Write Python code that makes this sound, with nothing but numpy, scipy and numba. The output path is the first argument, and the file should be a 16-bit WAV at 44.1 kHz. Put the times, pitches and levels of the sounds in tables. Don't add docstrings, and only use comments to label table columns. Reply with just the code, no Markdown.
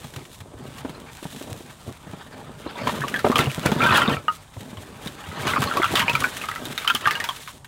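import sys
import numpy as np
from scipy import signal
from scipy.fft import rfft, irfft, next_fast_len
from scipy.io import wavfile
from scipy.ndimage import uniform_filter1d
from numba import njit

SR = 44100
rng = np.random.default_rng(int(sys.argv[2]) if len(sys.argv) > 2 else 0)


def put_to_file(sound):
    columns = np.atleast_2d(sound).T
    safe = np.clip(columns, -1, 1)
    whole_steps = np.round(safe * 32767)
    wavfile.write(sys.argv[1], SR, whole_steps.astype(np.int16))


N = 338247

# [f/Hz, relative density/dB]
RASP_SPECTRUM = [(290, -39), (500, -12.5), (1300, -3), (1770, -1), (2130, -4.5), (3750, -2.5),
                 (4660, -12.5), (8090, -12), (14000, -18.5), (16000, -21)]
WOOD_CONTACT_S = 0.00065


def undb(db):
    return 10 ** (np.asarray(db) / 20)


def level(x, rms_db):
    return x * undb(rms_db) / np.sqrt(np.mean(x ** 2))


def colour(x, points):
    hz, db = np.transpose(points)
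    size = next_fast_len(len(x))
    f = np.maximum(np.fft.rfftfreq(size, 1 / SR), 1)
    gain = undb(np.interp(np.log(f), np.log(hz), db))
    return irfft(rfft(x, size) * gain, size)[:len(x)]


def butter(x, order, edge_hz, kind):
    return signal.sosfilt(signal.butter(order, edge_hz, kind, fs=SR, output="sos"), x)


def band(x, low_hz, high_hz):
    return butter(x, 2, [low_hz, high_hz], "bandpass")


@njit
def rings(length, start_s, hz, size, t60_s, contact_s):
    y = np.zeros(length)
    for k in range(len(start_s)):
        step = np.exp(2j * np.pi * hz[k] / SR - np.log(1000) / (t60_s[k] * SR))
        z = size[k] + 0j
        first = int(start_s[k] * SR)
        for n in range(first, min(first + int(t60_s[k] * SR), length)):
            y[n] += z.imag * min(1., (n - first) / (contact_s[k] * SR))
            z *= step
    return y


def bursts(s, db, t60_s):
    spikes = np.zeros(N)
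    np.add.at(spikes, (s * SR).astype(int), undb(db))
    return signal.lfilter([1], [1, -np.exp(-np.log(1000) / (t60_s * SR))], spikes)


def grit(rate_hz, spread_db):
    size_db = spread_db * np.minimum(rng.exponential(size=N), 4.)
    slips = rng.random(N) < rate_hz / SR
    return level(slips * undb(size_db) * rng.standard_normal(N), 0)


def flicker(rate_hz, spread_db):
    k = int(SR / rate_hz)
    steps = np.repeat(rng.standard_normal(N // k + 1), k)
    return undb(spread_db * uniform_filter1d(steps, k)[:N])


def sticks(s, db, first_hz, second_hz, second_db, t60_s, contact_s):
    # [multiple of f, level/dB, share of t60]
    first_group = [(1, -6, 1), (.715, -18, 0.75), (1.11, -19, 0.4), (1.47, -24, 0.4)]
    second_group = [(1, -5.5, 0.56), (1.049, -9, 0.34)]
    t60_s = np.clip(t60_s, .015, .3)
    chance = np.clip(rng.standard_normal((12, len(s))), -2, 2)
    modes = [(first_hz, db, m) for m in first_group]
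    modes += [(second_hz, db + second_db, m) for m in second_group]
    out = 0
    for k, (hz, group_db, (multiple, mode_db, share)) in enumerate(modes):
        loose = multiple != 1
        f = hz * multiple * (1 + 0.025 * loose * chance[k])
        size = undb(group_db + mode_db + 2 * loose * chance[6 + k])
        out = out + rings(N, s, f, size, t60_s * share, contact_s + 0 * s)
    return out


def air():
    # [f/Hz, relative density/dB]
    air_spectrum = [(15, -42), (25, 18), (141, 14), (427, -6.5), (1070, 1.5), (3340, -56), (4870, -20),
                    (9070, -10.5), (16000, -80)]
    return level(colour(rng.standard_normal(N), air_spectrum), -48.5)


def handling():
    # [t/s, then relative box rumble, rattle, rasp level/dB]
    course = [(0.0, -47, -49, -51), (0.36, -53, -60, -57), (0.58, -42, -50.5, -59.5),
              (0.78, -40.5, -43.5, -50.5), (1.07, -46.5, -47.5, -56.5), (1.2, -49.5, -52, -46.5),
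              (1.6, -43.5, -52, -50), (1.83, -55, -52.5, -55), (2.14, -46, -45.5, -55),
              (2.55, -45.5, -48.5, -58.5), (2.68, -41, -35, -56.5), (2.95, -31, -36.5, -41.5),
              (3.22, -38, -42, -50), (3.54, -42, -41.5, -43), (3.76, -31, -34.5, -43.5),
              (3.87, -23.5, -19, -38.5), (4.03, -27, -20, -44), (4.21, -49, -48, -55),
              (4.51, -63.5, -52.5, -59), (4.6, -41.5, -51, -52), (5.2, -44, -44, -52.5),
              (5.45, -30.5, -29.5, -41.5), (6.04, -33.5, -31.5, -46), (6.3, -41.5, -37.5, -39),
              (7.0, -47.5, -45, -62), (7.15, -39.5, -30.5, -48), (7.5, -57, -57, -43.5),
              (7.67, -54, -57, -69)]
    # [t/s, then relative box rumble, rattle, rasp level/dB]
    jolts = [(0.01, -54, -60, -50), (0.169, -33, -60, -47.5), (0.33, -63, -58, -45.5), (0.9, -49, -55, -57),
             (1.37, -41, -62, -59), (1.884, -41, -62, -49.5), (2.88, -27, -28, -43), (3.16, -51, -37, -44),
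             (3.271, -44, -37, -40.5), (3.396, -20, -22, -33.5), (3.667, -19.5, -26.5, -35),
             (3.822, -15.5, -25, -40), (3.974, -44, -25, -26.5), (4.119, -19, -26, -39),
             (4.34, -50, -59, -46.5), (5.06, -41, -44, -42.5), (5.42, -48, -41, -37.5),
             (5.49, -29, -27, -32.5), (5.62, -21.5, -46, -37), (5.77, -28, -29, -43), (5.94, -26, -34, -31),
             (6.0, -34, -23, -32), (6.21, -32, -42, -35.5), (6.37, -53, -52.5, -39),
             (6.66, -37, -51, -38.5), (6.729, -37, -46, -36), (6.83, -50, -37, -42),
             (6.96, -56, -49, -37.5), (7.073, -34.5, -26, -41)]
    rise_db_per_s, fall_db_per_s = 264, 231
    t = np.arange(0, N, 64) / SR
    s, *slow = np.transpose(course)
    at, *peaks = np.transpose(jolts)
    since = t[:, None] - at
    shape = undb(np.where(since < 0, rise_db_per_s * since, -fall_db_per_s * since))
    levels_db = []
    for slow_db, peak_db in zip(slow, peaks):
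        power = undb(2 * np.interp(t, s, slow_db)) + shape ** 2 @ undb(2 * peak_db)
        levels_db.append(np.interp(np.arange(N) / SR, t, 10 * np.log10(power)))
    return levels_db


def box(gain, count=1500):
    # [t/s, relative level/dB, panel f/Hz]
    bumps = [(0.045, -27, 152), (0.163, -33, 120), (0.404, -28.5, 105), (0.848, -17, 277),
             (0.893, -27.5, 175), (1.226, -30, 312), (1.252, -20, 172), (1.41, -26.5, 286),
             (1.44, -38, 383), (1.472, -31, 285), (1.511, -24, 104), (1.605, -33, 340), (1.875, -24, 126),
             (1.889, -26.5, 225), (2.068, -28.5, 181), (2.091, -30, 101), (2.133, -23.5, 180),
             (2.662, -21.5, 318), (2.811, -27, 204), (2.869, -18.5, 258), (3.005, -23, 138),
             (3.245, -5.5, 466), (3.264, -9.5, 385), (3.298, -9.5, 239), (3.469, -10, 134),
             (3.578, -15.5, 164), (3.658, -12, 181), (3.719, -11, 214), (3.761, -15, 152), (4.081, -8, 211),
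             (4.565, -21.5, 106), (4.729, -28, 192), (5.06, -23, 194), (5.451, -21, 484), (5.593, -16, 127),
             (5.798, -16.5, 342), (5.938, -17, 450), (6.131, -19, 132), (6.618, -31.5, 406),
             (6.669, -28, 316), (6.706, -30, 200), (6.745, -35, 250), (6.945, -21.5, 238)]
    # [f/Hz, width/Hz, level/dB]
    resonances = [(106, 570, -12), (144, 16, 2.5), (192, 103, 1), (263, 67, -1.5), (435, 260, -0.5)]
    s, db, hz = np.transpose(bumps)
    slap_hz = 250.
    t60_s = 10.4 / hz
    contact_s = 0.4 * slap_hz / hz ** 2
    boom = 1.35 * rings(N, s, hz, undb(db), t60_s, contact_s)
    boom += 0.3 * rings(N, s, 1.543 * hz, undb(db), 1.44 * t60_s, contact_s)

    thud_db = db + 15 * np.log10(hz / slap_hz)
    thud_envelope = uniform_filter1d(2.3 * bursts(s + 0.0011, thud_db, 0.059), size=100)
    thud = band(thud_envelope * rng.standard_normal(N), 116.0, 830.0)

    slips = grit(2000, 3.46) * flicker(25, 3.7)
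    panels = 0
    for panel_hz, width_hz, panel_db in resonances:
        b, a = signal.iirpeak(panel_hz, panel_hz / width_hz, SR)
        panels = panels + undb(panel_db) * signal.lfilter(b, a, slips)
    at, size, pitch = rng.random((3, count))
    pop_hz = 91.1 * 4.5 ** pitch
    pops = rings(N, at * N / SR, pop_hz, size ** 4, 8.6 / pop_hz, 1.65 / pop_hz)
    rumble = level(level(band(panels, 36.0, 940.0), 0) + level(pops, -2.7), 0)
    return band(boom, 45.0, 3200.0) + thud + gain * rumble


def rattle(db, count=2600):
    # [f/Hz, relative density/dB]
    rub_spectrum = [(250, -13), (800, 4), (1300, 1.5), (2200, -2), (3300, -8), (4500, -10), (9000, -38)]
    s = rng.random(count) * (N / SR)
    chance = np.clip(rng.standard_normal((4, count)), -2, 2)
    size_db = 4.5 * np.minimum(rng.exponential(size=count), 4.)
    first_hz = 1280 * np.exp(0.2055 * chance[0])
    second_hz = 2900 * np.exp(0.1856 * chance[1])
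    second_db = -5 + 3.7 * chance[2]
    t60_s = 0.1 * np.exp(0.1 * chance[3])
    ring = sticks(s, size_db, first_hz, second_hz, second_db, t60_s, WOOD_CONTACT_S)

    slips = colour(grit(2500, 0.66), rub_spectrum) * flicker(35, 4.9)
    rub = 0
    for low_hz in 250 * 2 ** np.arange(0, 5, .5):
        rub = rub + band(slips, low_hz, low_hz * 2 ** .5) * flicker(28, 2.)
    knocking = 1 / (1 + undb(0.75 * (-39.5 - db)))
    return undb(db) * (knocking * level(ring, 0) + (1 - 0.72 * knocking) * level(rub, 0))


def rasp(gain, rattle_db):
    card_only_db = -13.5
    wood_from_db = -51.5
    scrape = colour(rng.standard_normal(N) + .7 * grit(900, 4.8), RASP_SPECTRUM)
    coarse = butter(scrape, 2, 6500., "lowpass")
    fine = scrape - coarse
    wood = undb(card_only_db / (1 + undb(rattle_db - wood_from_db)))
    scrape = coarse * wood * flicker(24, 0.98) + fine * flicker(7.7, 0.25)
    return gain * level(scrape * flicker(60, 2.7), 3.03)


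def scuffs():
    # [t/s, relative level/dB]
    scuff_times = [(0.0428, -30), (0.1376, -30), (0.1614, -25), (0.2523, -32.5), (0.404, -30),
                   (0.7834, -27.5), (0.8945, -30), (1.228, -28), (1.361, -29), (2.617, -36), (4.5381, -38),
                   (4.6069, -28.5), (7.01, -22), (7.3615, -25), (7.6457, -30)]
    s, db = np.transpose(scuff_times)
    brush = level(colour(rng.standard_normal(N), RASP_SPECTRUM), -8.0)
    return uniform_filter1d(bursts(s, db, 0.066), size=64) * brush


def knocks(count=5):
    # [t/s, relative level/dB, first bending f/Hz, second bending f/Hz,
    #          second re first/dB, relative crack level/dB, jamming in the pile 0-1]
    blows = [(2.872, -10, 1040, 3300, -15, -30, 0.9), (3.017, -14.5, 1712, 2000, -27, -46, 0.64),
             (3.037, -12.5, 1120, 2660, -19, -53, 0.7), (3.082, -24, 1200, 2840, -1, -30, 0.3),
             (3.141, -9.5, 1733, 3230, -12, -33, 0.5), (3.16, -15.5, 1596, 3350, -7, -32.5, 0.5),
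             (3.192, -22, 1330, 2000, -5, -29, 0.5), (3.317, -8, 1100, 2170, -21, -29, 1),
             (3.357, -2, 1197, 2970, -0.5, -21, 1), (3.39, -9, 1360, 2060, -2, -19, 0.46),
             (3.409, -19.5, 1790, 3560, 6.5, -41, 0.4), (3.458, -26, 1195, 2780, 7, -38, 0.4),
             (3.498, -29, 1350, 2720, 11, -44, 0.8), (3.659, -18.5, 1764, 3500, -8, -21.5, 0.5),
             (3.717, -15, 860, 3310, -3, -26, 0.95), (3.805, -8, 1350, 2170, -11, -42, 0),
             (3.818, -13, 1330, 2380, 4, -37, 0.4), (3.838, -12, 922, 2990, -13, -26, 0),
             (3.863, -4.5, 1555, 3100, -26, -29, 0), (3.908, -1.5, 1297, 2480, -9, -40, 0.76),
             (3.924, -4, 1040, 2030, -23, -45, 0.54), (3.94, -10, 1500, 2900, -12, -36, 0.3),
             (3.949, -9.5, 1810, 3340, 1, -44, 0.4), (3.975, -4, 1476, 2540, -12, -35, 0.84),
             (4.018, -4.5, 1384, 3100, -6.5, -35, 0.4), (4.095, -12.5, 1040, 3320, -13, -32, 0.6),
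             (4.127, -22, 1620, 3040, 7, -37, 0.7), (4.168, -19, 1314, 2320, -4, -52, 0.3),
             (4.282, -2.5, 1252, 2880, -14, -40, 0.3), (4.771, -30, 1070, 3040, -2, -44, 0.4),
             (5.073, -36, 1450, 3750, 16, -36, 0.9), (5.478, -20, 1310, 2930, 5, -33, 0.5),
             (5.494, -14, 1300, 3000, -10, -38, 0.7), (5.509, -17, 1110, 2100, -10, -37, 0.3),
             (5.535, -10.5, 1400, 1970, -4.5, -36, 0.65), (5.56, -4, 1190, 2410, -10, -45, 0.97),
             (5.62, -10, 1140, 2980, -9, -23, 1), (5.712, -10.5, 1366, 3290, -11, -46, 0.86),
             (5.771, -8, 1130, 2530, -13, -25, 0.4), (5.818, -8, 1320, 2050, -3.5, -46, 0.76),
             (5.832, -5, 1350, 3340, -6.5, -41, 0.6), (5.843, -6, 1170, 2750, -6.5, -28, 0.7),
             (5.955, -14.5, 1093, 3350, 11, -16, 0.9), (5.972, -17.5, 1180, 3150, 8.5, -25, 0.6),
             (5.995, -9, 1910, 2920, 2.5, -20.5, 0.6), (6.019, -29, 1420, 2800, 7, -33, 0.5),
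             (6.081, -12, 918, 2460, 7.5, -33, 1), (6.096, -14, 948, 2600, 7.5, -26, 0.37),
             (6.132, -17, 1350, 3380, 2, -29, 1), (6.152, -8.5, 1310, 2340, 0, -24.5, 0.46),
             (6.221, -13, 1210, 2720, -10, -40, 0.8), (6.241, -3, 1480, 2290, -9, -30, 0.5),
             (6.415, -34, 1360, 2550, 12.5, -34, 0.5), (6.438, -16.5, 1244, 2130, -5, -46, 0.6),
             (6.487, -12, 1270, 3420, -11, -31.5, 0.53), (6.515, -21, 1210, 1930, 3, -41, 0.7),
             (6.559, -20, 1320, 2010, -1.5, -33, 0.46), (6.654, -35.5, 980, 3650, 14.5, -35, 0.5),
             (6.778, -29.5, 1940, 3670, 13, -23, 0.05), (6.819, -29, 1510, 2280, 4, -42, 0.5),
             (6.847, -15, 1280, 4140, -13, -32, 1), (6.876, -9, 1322, 3070, 4.5, -20.5, 0.6),
             (6.9, -4, 1385, 3105, -3, -26.5, 0.63), (6.95, -13, 1210, 3090, 5.5, -22, 0.42),
             (7.056, -2.5, 1630, 3200, -9.5, -37, 0.93), (7.073, -2.5, 1198, 2780, -14, -25, 0.3),
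             (7.109, -15.5, 1747, 2000, 2, -22, 0.23), (7.153, -18, 1620, 2860, 3.5, -32, 0),
             (7.202, -14, 1862, 2060, -13, -28.5, 0.5), (7.241, -20.5, 934, 2540, -2, -23, 0.2),
             (7.289, -12, 1062, 3280, -3, -27.5, 0.58), (7.476, -23, 1210, 3400, -7, -34.5, 0.97)]
    # [f/Hz, gain/dB]
    crack_spectrum = [(300, -26), (1500, 12), (4000, 4.5), (8000, -5.5), (16000, -8.5)]
    s, db, first_hz, second_hz, second_db, crack_db, jammed = np.transpose(blows)
    jammed = np.clip(jammed, .02, 1)
    t60_s = 0.125 * (1 - 0.74 * jammed)
    contact_s = WOOD_CONTACT_S * (1 + 2.4 * jammed ** 2)
    wood = sticks(s, db, first_hz, second_hz, second_db, t60_s, contact_s)

    for late, size, pitch, overtone in rng.random((count, 4, len(s))):
        chatter_db = db - 1.7 * size - 3.9 * late ** 2 + 30 * np.log10(1.01 * jammed)
        chatter_first_hz = first_hz * (0.85 + .3 * pitch)
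        chatter_second_hz = second_hz * (.8 + 0.296 * overtone)
        wood += sticks(s + .03 * late ** 2, chatter_db, chatter_first_hz, chatter_second_hz,
                       second_db, 0.69 * t60_s, 1.44 * WOOD_CONTACT_S)

    snap = 2.27 * uniform_filter1d(bursts(s, crack_db, 0.0058), size=24)
    splinter_tail = 0.66 * uniform_filter1d(bursts(s + 0.0012, crack_db, 0.11), size=200)
    crack = (snap + splinter_tail) * rng.standard_normal(N)
    return wood + colour(crack, crack_spectrum)


def snaps():
    # [t/s, relative level/dB]
    snap_times = [(3.3827, -15), (3.3898, -19), (3.662, -13), (3.974, -11.5), (5.471, -22), (5.606, -21),
                  (6.205, -17), (6.2376, -21), (6.654, -22), (6.9496, -13), (7.0683, -25)]
    s, db = np.transpose(snap_times)
    envelope = 1.16 * bursts(s, db, 0.006)
    return band(envelope * rng.standard_normal(N), 3100.0, 13700.0)


def tent(x):
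    t60_s, wash_db = 0.15, -20.5
    t = np.arange(int(.15 * SR)) / SR
    tail = rng.standard_normal(len(t)) * (t > .003) * undb(-60 * t / t60_s)
    tail = colour(tail, [(100, 5.0), (3000, -4.0), (12000, -7.0)])
    tail *= undb(wash_db) / np.sqrt(np.sum(tail ** 2))
    return signal.fftconvolve(x, tail)[:N]


def scene():
    rumble_db, rattle_db, rasp_db = handling()
    near = box(undb(rumble_db)) + rattle(rattle_db) + rasp(undb(rasp_db), rattle_db)
    near = near + scuffs() + knocks() + snaps()
    return (near + tent(near) + air())[None]


def record(dry):
    ceiling, top_hz = 0.9, 15800
    thin = butter(dry, 2, 55., "highpass")
    rounded = ceiling * np.tanh(thin / ceiling)
    return signal.sosfilt(signal.ellip(10, .2, 60, top_hz, fs=SR, output="sos"), rounded)


dry = scene()
out = record(dry)
put_to_file(out)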